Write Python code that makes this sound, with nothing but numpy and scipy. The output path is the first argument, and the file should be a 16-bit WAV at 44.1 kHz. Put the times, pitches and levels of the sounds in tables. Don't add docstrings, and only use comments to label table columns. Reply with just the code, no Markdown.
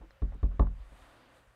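import sys
import numpy as np
from scipy import signal
from scipy.io import wavfile
from scipy.ndimage import uniform_filter1d

SR = 44100
rng = np.random.default_rng(int(sys.argv[2]) if len(sys.argv) > 2 else 0)


def persist_wave(psi):
    counts = np.round(np.clip(psi, -1, 1) * 32767).astype(np.int16)
    wavfile.write(sys.argv[1], SR, np.atleast_2d(counts).T)


def nominal_scale(level):
    x = np.asarray(level, float) / 20
    return 10 ** x


N = 68355

# start_s, desk_thump_db, desk_knock_db, case_knock_db, edge_crack_db
TAPS = [
    (0.219, -5, -7.5, -22.5, -68),
    (.429, -1, -6, -18.5, -64),
    (.594, 2.5, 2.5, -4, -55.5),
]
# start_s, length_s, crackle_db, desk_push_db
PEELS = [
    (0.011, 0.031, -65.5, -32),
    (0.319, 0.033, -63, -22),
    (0.507, .02, -62.5, -24.5),
    (0.667, 0.0078, -56, -26.5),
]


def at_hz(points, hz):
    point_hz, point_db = np.array(points).T
    return np.interp(np.log(hz), np.log(point_hz), point_db, left=-60, right=-60)


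def rms_one(x):
    return x / np.sqrt(np.mean(x ** 2) + 1e-20)


def drift(rate_hz):
    r = np.exp(-80 * np.pi * rate_hz / SR)
    slow = signal.lfilter([1], [1, -2 * r, r * r], rng.standard_normal(N // 40 + 2002))
    slow = rms_one(slow[2000:])
    return np.interp(np.arange(N) / 40, np.arange(len(slow)), slow)


def decay_per_sample(t60_s):
    return np.exp(-np.log(1000) / (t60_s * SR))


def ring(clicks, hz, t60_s):
    r = decay_per_sample(t60_s)
    w = 2 * np.pi * hz / SR
    return signal.lfilter([0, np.sin(w)], [1, -2 * r * np.cos(w), r * r], clicks + 1e-18)


def die_away(clicks, t60_s):
    return signal.lfilter([1], [1, -decay_per_sample(t60_s)], clicks)


def clicks_at(start_s, gains):
    out = np.zeros(N)
    places = np.clip((np.asarray(start_s) * SR).astype(int), 0, N - 1)
    np.add.at(out, places, gains)
    return out


def soften(x, hz):
    r = np.exp(-2 * np.pi * hz / SR)
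    return signal.lfilter([(1 - r) ** 2], [1, -2 * r, r * r], x + 1e-18)


def banded_noise(spectrum, patchy_db):
    together = drift(6.0)
    edges = 19 * 2 ** np.arange(0, 9.9, 1 / 3)
    white = rng.standard_normal((2, N + 8000))
    out = 0
    for k, (low, high) in enumerate(zip(edges, edges[1:])):
        band_pass = signal.butter(2, [low, high], "band", fs=SR, output="sos")
        band = signal.sosfilt(band_pass, white[k % 2])[-N:]
        flicker_db = patchy_db * (0.23 * together + drift(8))
        out = out + band * nominal_scale(at_hz(spectrum, np.sqrt(low * high)) + flicker_db)
    return rms_one(out)


def hiss_and_hum():
    # freq_hz, level_db per Hz
    colour = [(20, -6.5), (60, -3), (390, -22.5), (520, -15), (1400, -15), (3000, -24), (4800, -33.5),
              (15500, -43)]
    hiss = nominal_scale(-66.5) * banded_noise(colour, patchy_db=1.5)
    hum = nominal_scale(-72) * np.sin(2 * np.pi * 120 * np.arange(N) / SR)
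    return hiss + hum


def fan():
    pitch_hz, width_hz, level_db = 538, 31, -74
    return nominal_scale(level_db) * rms_one(ring(rng.standard_normal(N), pitch_hz, 3.0 / width_hz))


def sleeve():
    # start_s, rustle_db, sheen_db
    strokes = [
        (.72, -81.5, -88.5),
        (.8, -67, -87.5),
        (.86, -68.5, -81.5),
        (0.931, -64.5, -78),
        (1.028, -60.5, -74.5),
        (1.272, -64, -86),
        (1.37, -65, -77.5),
        (1.42, -70.5, -85),
        (1.47, -83.5, -87),
    ]
    # freq_hz, level_db per Hz
    rustle_colour = [(150, -16.5), (270, -2), (420, -9), (620, -3.5), (1500, -6.5), (2200, -13),
                     (4200, -17.5), (5500, -34.5)]
    # freq_hz, level_db per Hz
    sheen_colour = [(4500, -4.5), (6500, -0.5), (8200, 6.5), (10000, 0), (15500, -12)]
    start_s, rustle_db, sheen_db = np.transpose(strokes)
    t = np.arange(N) / SR
    on = np.interp(t, [start_s[0] - .05, start_s[0]], [0, 1])
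    rustle = nominal_scale(np.interp(t, start_s, rustle_db) + 0.5) * banded_noise(rustle_colour, patchy_db=1.0)
    sheen = nominal_scale(np.interp(t, start_s, sheen_db) + .7) * banded_noise(sheen_colour, patchy_db=-0.5)
    return on * (rustle + sheen)


def ticks():
    # start_s, pitch_hz, level_db, t60_s
    contacts = [
        (.1067, 5240, -61, 0.016),
        (0.1075, 1860, -45, 0.005),
        (0.1075, 4110, -65, 0.053),
        (0.3445, 8240, -66, 0.0089),
        (0.3444, 5500, -69, 0.0043),
        (.014, 873, -58, 0.11),
        (0.032, 325.4, -50.5, 0.14),
    ]
    out = np.zeros(N)
    for start_s, hz, level_db, t60_s in contacts:
        out += soften(ring(clicks_at([start_s], nominal_scale(level_db + 6)), hz, t60_s), 0.96 * hz)
    return out


def peels():
    grains_per_s, low_hz, high_hz, cycles = 6000, 650, 1600, 4.0
    t = np.arange(N) / SR
    shape = np.zeros(N)
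    for s, length_s, crackle_db, _ in PEELS:
        corners_s = [s, s + .003, s + length_s, s + 1.6 * length_s]
        shape += nominal_scale(crackle_db) * np.interp(t, corners_s, [0, 1, .45, 0])
    grains = shape * (rng.random(N) < grains_per_s / SR) * rng.standard_normal(N)
    dealt = rng.integers(0, 12, N)
    swarm = np.zeros(N)
    for k, hz in enumerate(np.geomspace(low_hz, high_hz, num=12)):
        swarm += ring(grains * (dealt == k), hz, cycles / hz)
    return 2.87 * soften(swarm, 2100)


def edge_crack():
    mode_hz = [1350, 1800, 2300, 2800, 3600, 4500, 5600, 7800]
    mode_db = [9.5, 3, -4, -1.5, -0.5, -10.5, -14, -17.5]
    start_s, crack_db = np.transpose(TAPS)[[0, 4]]
    edge = clicks_at(start_s + .001, nominal_scale(crack_db))
    tail = soften(die_away(edge, t60_s=.03), 280)
    grit = edge + nominal_scale(-23) * rng.standard_normal(N) * tail
    crack = np.zeros(N)
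    for k, (hz, level_db) in enumerate(zip(mode_hz, mode_db)):
        crack += (-1) ** k * nominal_scale(level_db + 9.5) * ring(grit, hz, 20.0 / hz)
    return signal.sosfilt(signal.butter(4, 10900, fs=SR, output="sos"), crack)


def case():
    # pitch_hz, level_db, t60_s
    modes = [(528, -32, 0.061), (578.7, -38.5, 0.14), (704.6, -28, 0.035), (863, -36.5, 0.099),
             (983, -49, 0.15), (1013, -46, 0.17), (1130, -19, 0.019), (1320, -36, 0.013),
             (1670, -35.5, 0.03), (2170, -40, 0.03), (3550, -43.5, 0.036)]
    # lag_s, level_db
    bounces = [
        (.017, -15.5),
        (.029, -15),
        (.05, -26),
    ]
    knock_lag_s, contact_hz = 0.002516, 1090
    rattle_db, rattle_t60_s, rattles_per_s = -25, .15, 500
    soft_tilt = .15
    start_s, knock_db = np.transpose(TAPS)[[0, 3]]
    dying = die_away(clicks_at(start_s + 0.0086, nominal_scale(knock_db + rattle_db)), rattle_t60_s)
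    touches = dying * (rng.random(N) < rattles_per_s / SR)
    out = np.zeros(N)
    for k, (hz, level_db, t60_s) in enumerate(modes):
        tilt_db = soft_tilt * (knock_db - knock_db.max()) * np.log2(hz / 600)
        strength = (-1) ** k * nominal_scale(knock_db + tilt_db)
        hits = clicks_at(start_s + knock_lag_s, strength)
        for lag_s, loss_db in bounces:
            signs = rng.choice([-1, 1], len(start_s))
            hits = hits + clicks_at(start_s + lag_s, strength * nominal_scale(loss_db) * signs)
        chatter = touches * rng.standard_normal(N)
        out += nominal_scale(level_db + 8) * ring(hits + chatter, hz, t60_s)
    return soften(soften(out, contact_hz), 6000)


def desk_modes(blows, modes):
    return sum(sign * nominal_scale(level_db) * ring(blows, hz, t60_s) for hz, level_db, t60_s, sign in modes)


def desk():
    # pitch_hz, level_db, t60_s, polarity
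    low_modes = [(26.7, -25, 0.6, -0.54), (44.3, -36.5, 0.12, 0.8), (46.24, -15, 0.38, 0.78),
                 (64.4, -10.5, 0.14, -0.54), (84.75, -25, 0.39, -0.48)]
    # pitch_hz, level_db, t60_s, polarity
    mid_modes = [(114, -25, 0.21, -0.23), (144, -28.5, 0.3, 0.55), (194.1, -24, 0.25, -0.38),
                 (240.5, -25, 0.3, 0.2), (285.3, -20.5, 0.028, 0.39), (284.8, -23.5, 0.097, -0.69),
                 (351.8, -31, 0.23, -0.24), (403.3, -32, 0.12, -0.76), (476.6, -27, 0.079, 0.3)]
    # start_s, thump_db, knock_db
    nudges = [
        (.0, -31.5, -30),
        (.028, -36.5, -50),
        (0.789, -24, -64),
        (0.913, -31, -29.5),
        (1.005, -36, -48),
        (1.466, -44, -49),
    ]
    tap_s, thump_db, knock_db = np.transpose(TAPS)[:3]
    peel_s, peel_db = np.transpose(PEELS)[[0, 3]]
    nudge_s, nudge_thump_db, nudge_knock_db = np.transpose(nudges)
    push = clicks_at(tap_s - 0.0011, nominal_scale(thump_db))
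    push = push - clicks_at(peel_s, nominal_scale(peel_db)) + clicks_at(nudge_s, nominal_scale(nudge_thump_db))
    knock = clicks_at(tap_s + 0.0032, nominal_scale(knock_db))
    knock = knock + clicks_at(peel_s + 0.028, nominal_scale(peel_db)) + clicks_at(nudge_s, nominal_scale(nudge_knock_db))
    return soften(desk_modes(push, low_modes), 315) + soften(desk_modes(knock, mid_modes), 1100)


def room(x):
    t60_s, wall_cut_hz = .22, 4000
    out = np.zeros(N)
    dull = np.exp(-2 * np.pi * wall_cut_hz / SR)
    lags = (rng.uniform(.012, .035, size=8) * SR).astype(int)
    for k, lag in enumerate(lags):
        loop, state = x.copy(), [0.]
        gain = decay_per_sample(t60_s) ** lag
        for i in range(lag, N, lag):
            back, state = signal.lfilter([gain * (1 - dull)], [1, -dull], loop[i - lag:i], zi=state)
            loop[i:i + lag] += back[:N - i]
        out += (loop - x) * (-1) ** k
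    return out


def scene():
    background = hiss_and_hum() + fan()
    air = ticks() + peels() + case() + edge_crack()
    echoes = nominal_scale(-19) * room(air + 1e-9)
    return (background + sleeve() + air + echoes + desk())[None]


def band_limit(x):
    return signal.sosfilt(signal.butter(12, 15620, fs=SR, output="sos"), x)


def record(dry):
    top_hz, duck_db, duck_from_db, hold_s = 10400, -4, -40, .06
    power = uniform_filter1d(dry ** 2, int(hold_s * SR), axis=1)
    level_db = 10 * np.log10(power + 1e-12)
    loud = np.clip((level_db - duck_from_db) / 4, 0, 1)
    top = signal.sosfiltfilt(signal.butter(8, top_hz, "high", fs=SR, output="sos"), dry)
    mix = dry - top * (1 - nominal_scale(duck_db * loud))
    return band_limit(mix)


dry = scene()
out = record(dry)
persist_wave(out)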